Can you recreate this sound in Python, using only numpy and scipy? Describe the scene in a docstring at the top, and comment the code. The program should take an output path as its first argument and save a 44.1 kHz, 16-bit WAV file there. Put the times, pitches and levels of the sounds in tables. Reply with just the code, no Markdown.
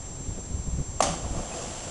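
"""A body hits a backyard pool after a jump from the roof, some metres from the microphone.
It smacks the surface, the air pocket behind it slams shut and throws up spray, then the water
rains back and churns, with dull echoes off the house and fence. Close up, wind bumps the
microphone, over a steady outdoor hiss and the recorder's thin whine."""
import sys
import numpy as np
from scipy import signal
from scipy.fft import rfft, irfft, next_fast_len
from scipy.io import wavfile
from scipy.ndimage import uniform_filter1d

SR = 44100
rng = np.random.default_rng(int(sys.argv[2]) if len(sys.argv) > 2 else 0)


def dump(signal):
    """Clip the signal to [-1, 1] and save it as 16-bit WAV at the path in sys.argv[1]."""
    limited = np.clip(np.atleast_2d(signal).T, -1, 1)
    pcm = np.round(limited * 32767).astype(np.int16)
    wavfile.write(sys.argv[1], SR, pcm)


N = 83790


def from_db(db):
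    return 10 ** (np.asarray(db) / 20)


def unit_rms(x):
    return x / np.sqrt(np.mean(x ** 2) + 1e-20)


def seconds():
    return np.arange(N) / SR


def db_at_hz(spectrum, hz):
    """A spectrum read on a log-frequency axis."""
    corner_hz, db = np.transpose(spectrum)
    return np.interp(np.log(np.maximum(hz, 1)), np.log(corner_hz), db)


def colour(x, spectrum):
    """Causal (minimum-phase) filter with the shape of the spectrum; the result has rms 1."""
    size = next_fast_len(N, real=True) * 2
    bin_hz = np.arange(size // 2 + 1) * SR / size
    cepstrum = irfft(np.log(from_db(db_at_hz(spectrum, bin_hz))))
    cepstrum[1:size // 2] *= 2
    cepstrum[size // 2 + 1:] = 0
    response = np.exp(rfft(cepstrum))
    return unit_rms(irfft(rfft(x, size) * response)[:N])


def noise(spectrum):
    return colour(rng.standard_normal(N), spectrum)


def low_pass(x, hz):
    return signal.sosfilt(signal.butter(2, hz, fs=SR, output="sos"), x + 1e-18)


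def wander(hz):
    """Random drift, mostly slower than hz; rms 1."""
    return unit_rms(low_pass(rng.standard_normal(N), hz))


def ring(clicks, hz, t60_s):
    """A unit click sets a sine of height 1 ringing."""
    decay, step = from_db(-60 / (t60_s * SR)), 2 * np.pi * hz / SR
    return signal.lfilter([0, np.sin(step)], [1, -2 * decay * np.cos(step), decay ** 2], clicks + 1e-18)


def swell(start_s, attack_s, t60_s):
    """A straight rise, then an exponential fall."""
    age = np.maximum(seconds() - start_s, 0)
    return np.minimum(age / attack_s, 1) * from_db(-60 * age / t60_s)


def evened(x, window_s):
    """Keeps the fine grain and holds the slow level at 1."""
    size = int(window_s * SR)
    power = uniform_filter1d(uniform_filter1d(x * x, size), size)
    return x / np.sqrt(np.abs(power) + 1e-9)


def grains(per_s, spread_db):
    """Random clicks, many small and a few large."""
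    sizes = from_db(spread_db * np.minimum(rng.exponential(1, N), 4))
    signs = rng.choice([-1, 1], N)
    return sizes * signs * (rng.random(N) < per_s / SR)


def bubbles(spectrum, per_s, pitch_count=72, t60_cycles=43):
    """A steady cloud of bubbles of many sizes; the small, high ones die soonest."""
    births = grains(per_s, spread_db=3)
    pitch_index = rng.integers(0, pitch_count, N)
    cloud = np.zeros(N)
    for k, hz in enumerate(np.geomspace(spectrum[0][0], spectrum[-1][0], pitch_count)):
        gain = from_db(db_at_hz(spectrum, hz)) * hz
        cloud += gain * ring(births * (pitch_index == k), hz, t60_cycles / hz)
    return evened(cloud, window_s=0.03)


# Spectrum of the backyard's air and hiss: frequency_hz, relative_density_db
AIR_SPECTRUM = [(30, -1), (120, 0.5), (250, -4.5), (450, -8.5), (850, -12), (1500, -21.5), (3400, -24),
                (5300, -22.5), (6100, -10.5), (6600, -19), (7300, -13.5), (8000, -20), (9000, -24),
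                (10000, -34), (11000, -40)]
def outdoor_air(level_db=-42.5):
    """The steady bed of the yard: a low wash with a thin hiss on top."""
    return from_db(level_db) * noise(AIR_SPECTRUM)


def recorder_whine(pitch_hz=7417.6, level_db=-44.5, waver_db=0.82):
    """The recorder's own high tone, wavering slightly in level."""
    amplitude = np.sqrt(2) * from_db(level_db + waver_db * wander(hz=12))
    return amplitude * np.sin(2 * np.pi * pitch_hz * seconds())


# Light breeze on the microphone: time_s, level_db
BREEZE_LEVELS = [(0, -40.5), (1.35, -40.5), (1.5, -45.5), (1.9, -44.5)]
# Gusts bumping the microphone: peak_s, half_width_s, rumble_db, flutter_db
MIC_GUSTS = [(.208, 0.01, -34.5, -47), (0.298, 0.026, -30, -47), (.38, .011, -32, -33.5),
             (.51, 0.0076, -30.5, -38), (.548, 0.014, -27, -43.5), (.595, 0.021, -31.5, -43),
             (0.681, .011, -27, -33.5), (0.742, 0.021, -27, -40.5), (0.797, .016, -26, -28),
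             (0.896, .01, -32, -47), (0.961, .015, -36.5, -58), (1.08, 0.022, -33, -47),
             (1.255, .018, -30, -42), (1.318, 0.014, -28, -35.5), (1.389, 0.025, -29, -41.5)]
# Deep buffeting at the microphone: frequency_hz, relative_density_db
RUMBLE_SPECTRUM = [(12, -8.5), (30, 1.5), (60, 2), (120, -7), (200, -15.5), (320, -25.5), (700, -38),
                   (2000, -61)]
# The higher flutter of a hard gust: frequency_hz, relative_density_db
FLUTTER_SPECTRUM = [(60, -9), (110, -1), (160, 2), (240, -8.5), (400, -15), (800, -29), (2000, -51)]
def wind_on_microphone():
    """Short bell-shaped gusts over a light breeze, each with a deep rumble and a higher flutter."""
    t = seconds()
    rumble_power = from_db(np.interp(t, *np.transpose(BREEZE_LEVELS))) ** 2
    flutter_power = np.zeros(N)
    for peak_s, half_width_s, rumble_db, flutter_db in MIC_GUSTS:
        bell = np.exp(-((t - peak_s) / half_width_s) ** 2)
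        rumble_power += from_db(rumble_db) ** 2 * bell
        flutter_power += from_db(flutter_db) ** 2 * bell
    rumble = np.sqrt(rumble_power) * evened(noise(RUMBLE_SPECTRUM), window_s=0.027)
    flutter = np.sqrt(flutter_power) * evened(noise(FLUTTER_SPECTRUM), window_s=0.015)
    return rumble + flutter


# Echoes off the house and fence: delay_s, gain_db
YARD_ECHOES = [(.033, -17.5), (.065, -14), (.092, -22), (.135, -20)]
def yard(direct):
    """The direct sound reaches the microphone first, then a few dull echoes."""
    t, dull = seconds(), low_pass(direct, hz=3700)
    echoes = sum(from_db(db) * np.interp(t - delay_s, t, dull, left=0) for delay_s, db in YARD_ECHOES)
    return direct + echoes


# Single bubbles that ring out of the wash: start_s, pitch_hz, level_db, t60_s
BUBBLE_NOTES = [(1.014, 248, -24, .12), (1.022, 566.7, -25, 0.24), (1.024, 638.5, -27.5, .3),
                (1.022, 779.7, -25, 0.19), (1.023, 1073, -31, 0.16), (1.098, 162, -27.5, 0.23),
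                (1.52, 2540, -36.5, 0.087), (1.54, 496, -38, 0.38), (1.545, 664.6, -36.5, 0.31),
                (1.612, 6600, -37, .1), (1.815, 2850, -44, .1)]
def lone_bubbles(rise_per_s=0.21, wobble_depth=0.008):
    """Each rings one note that wobbles as it is jostled and rises a little as it nears the surface."""
    notes = np.zeros(N)
    for start_s, pitch_hz, level_db, t60_s in BUBBLE_NOTES:
        age = np.maximum(seconds() - start_s, 0)
        glide_hz = pitch_hz * (1 + rise_per_s * age + wobble_depth * wander(hz=70))
        phase = 2 * np.pi * np.cumsum(glide_hz * (age > 0)) / SR
        notes += from_db(level_db) * swell(start_s, attack_s=0.0082, t60_s=t60_s) * np.sin(phase)
    return notes


# Water falling back on the pool: time_s, churn_db, patter_db
FALLING_LEVELS = [(1.05, -61, -63), (1.2, -45, -58), (1.25, -38.5, -47.5), (1.29, -44, -48),
                  (1.39, -35, -43.5), (1.47, -43, -44), (1.56, -38.5, -41), (1.65, -41.5, -41),
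                  (1.82, -45.5, -41.5), (1.9, -44.5, -42.5)]
# Bubbles in the churn: pitch_hz, relative_level_db
CHURN_SPECTRUM = [(140, -4), (190, -4), (255, -1.5), (300, -13), (350, -1.5), (410, -12), (510, 3),
                  (680, 1.5), (900, -10), (1100, -8.5), (1400, -20)]
# Drops pattering on the surface: frequency_hz, relative_density_db
PATTER_SPECTRUM = [(200, -6), (600, 3.5), (1300, 1), (2100, -3), (3200, 0), (3900, -5), (5200, -1.5),
                   (6200, 1.5), (7600, 1), (9000, -5), (11000, -14)]
def falling_water():
    """Thrown water lands: lumps make bubbles, drops patter."""
    time_s, churn_db, patter_db = np.transpose(FALLING_LEVELS)
    churn_gain = from_db(np.interp(seconds(), time_s, churn_db))
    patter_gain = from_db(np.interp(seconds(), time_s, patter_db))
    churn = bubbles(CHURN_SPECTRUM, per_s=1400)
    patter = colour(grains(per_s=4500, spread_db=2), PATTER_SPECTRUM)
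    return churn_gain * churn + patter_gain * patter


# The first jet out of the pool: frequency_hz, relative_density_db
JET_SPECTRUM = [(500, -13), (1200, -4), (2000, -5), (3100, -3), (4000, -10), (5200, -6), (6150, 6.5),
                (7200, -2), (8700, -2), (11000, -13.5)]
# The sheet of spray above the pool: frequency_hz, relative_density_db
SPRAY_SPECTRUM = [(400, -14), (1200, -2.5), (1900, -4.5), (2400, -5.5), (3100, 0), (3900, -5.5), (4800, 0),
                  (5300, -3), (6150, 4), (7200, -2), (8700, -3.5), (9900, -14), (11000, -18)]
# Bubbles from the closing pocket: pitch_hz, relative_level_db
GULP_SPECTRUM = [(250, -2), (440, -15), (540, -7), (650, 4), (800, 4.5), (930, -10.5), (1120, -3.5),
                 (1500, -18)]
# The body's deep push under water: frequency_hz, relative_density_db
PLUNGE_SPECTRUM = [(30, 1), (80, -1), (170, -1.5), (260, -1.5), (350, -2), (500, -16.5), (2000, -62)]
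def air_pocket_burst(start_s=1.022, attack_s=0.0034):
    """The air pocket slams shut: a brief jet, a sheet of spray, a gulp of bubbles and a deep push."""
    def fading(level_db, t60_s):
        return from_db(level_db) * swell(start_s, attack_s, t60_s)
    jet = noise(JET_SPECTRUM) * fading(level_db=-20, t60_s=0.078)
    drops = grains(per_s=14000, spread_db=3.5)
    spray = colour(drops, SPRAY_SPECTRUM) * fading(level_db=-27.5, t60_s=0.6)
    gulp = bubbles(GULP_SPECTRUM, per_s=2500) * fading(level_db=-27, t60_s=0.53)
    plunge = evened(noise(PLUNGE_SPECTRUM), window_s=0.048) * fading(level_db=-34.5, t60_s=1.0)
    return jet + spray + gulp + plunge


# Sharp thuds of the splash, some metres off: start_s, thud_drive_db, crack_db
SPLASH_THUDS = [(1.0048, -6, -19.5), (1.0064, -16.5, -22.5), (1.0224, -14.5, -28), (1.040, -24, -35)]
# The hollow ring of a thud: pitch_hz, gain_db, t60_s
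THUD_MODES = [(630, -2.5, .022), (805, -12, .015), (1134, -5, 0.017)]
# The crack on top of a thud: frequency_hz, relative_density_db
CRACK_SPECTRUM = [(150, -23), (600, 18), (1500, -4.5), (2200, 1.5), (3200, -1), (5200, -6), (6200, 4),
                  (7900, -3), (11000, -10)]
def splash_thuds(contact_hz=1980, low_cut_hz=430, entry_db=-32):
    """The body's smack, its quick reflection off the ground, the air pocket's thump, a last faint thud.
    Each rings hollow with a crack; a rush follows the smack as the body tears through the surface."""
    entry_s = SPLASH_THUDS[0][0]
    noise_envelope = from_db(entry_db) * swell(entry_s, attack_s=0.002, t60_s=0.13)
    clicks = np.zeros(N)
    for start_s, thud_drive_db, crack_db in SPLASH_THUDS:
        clicks[int(start_s * SR)] -= from_db(thud_drive_db)
        noise_envelope += from_db(crack_db) * swell(start_s, attack_s=0.00027, t60_s=0.025)
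    low_cut = signal.butter(2, low_cut_hz, "high", fs=SR, output="sos")
    push = signal.sosfilt(low_cut, low_pass(clicks, contact_hz))
    thud = np.zeros(N)
    for k, (pitch_hz, gain_db, t60_s) in enumerate(THUD_MODES):
        polarity = 1 if k == 0 else -1
        thud += polarity * from_db(gain_db) * ring(push, pitch_hz, t60_s)
    return thud + noise_envelope * noise(CRACK_SPECTRUM)


def scene():
    """One microphone in the yard: the splash arrives with echoes; wind, whine and air have none."""
    splash = splash_thuds() + air_pocket_burst() + falling_water() + lone_bubbles()
    mono = yard(splash) + wind_on_microphone() + recorder_whine() + outdoor_air()
    return mono[None]


def record(dry):
    """The treble is cut steeply above 11050 Hz."""
    return signal.sosfilt(signal.ellip(12, 0.1, 90, 11050, fs=SR, output="sos"), dry)


dry = scene()
out = record(dry)
dump(out)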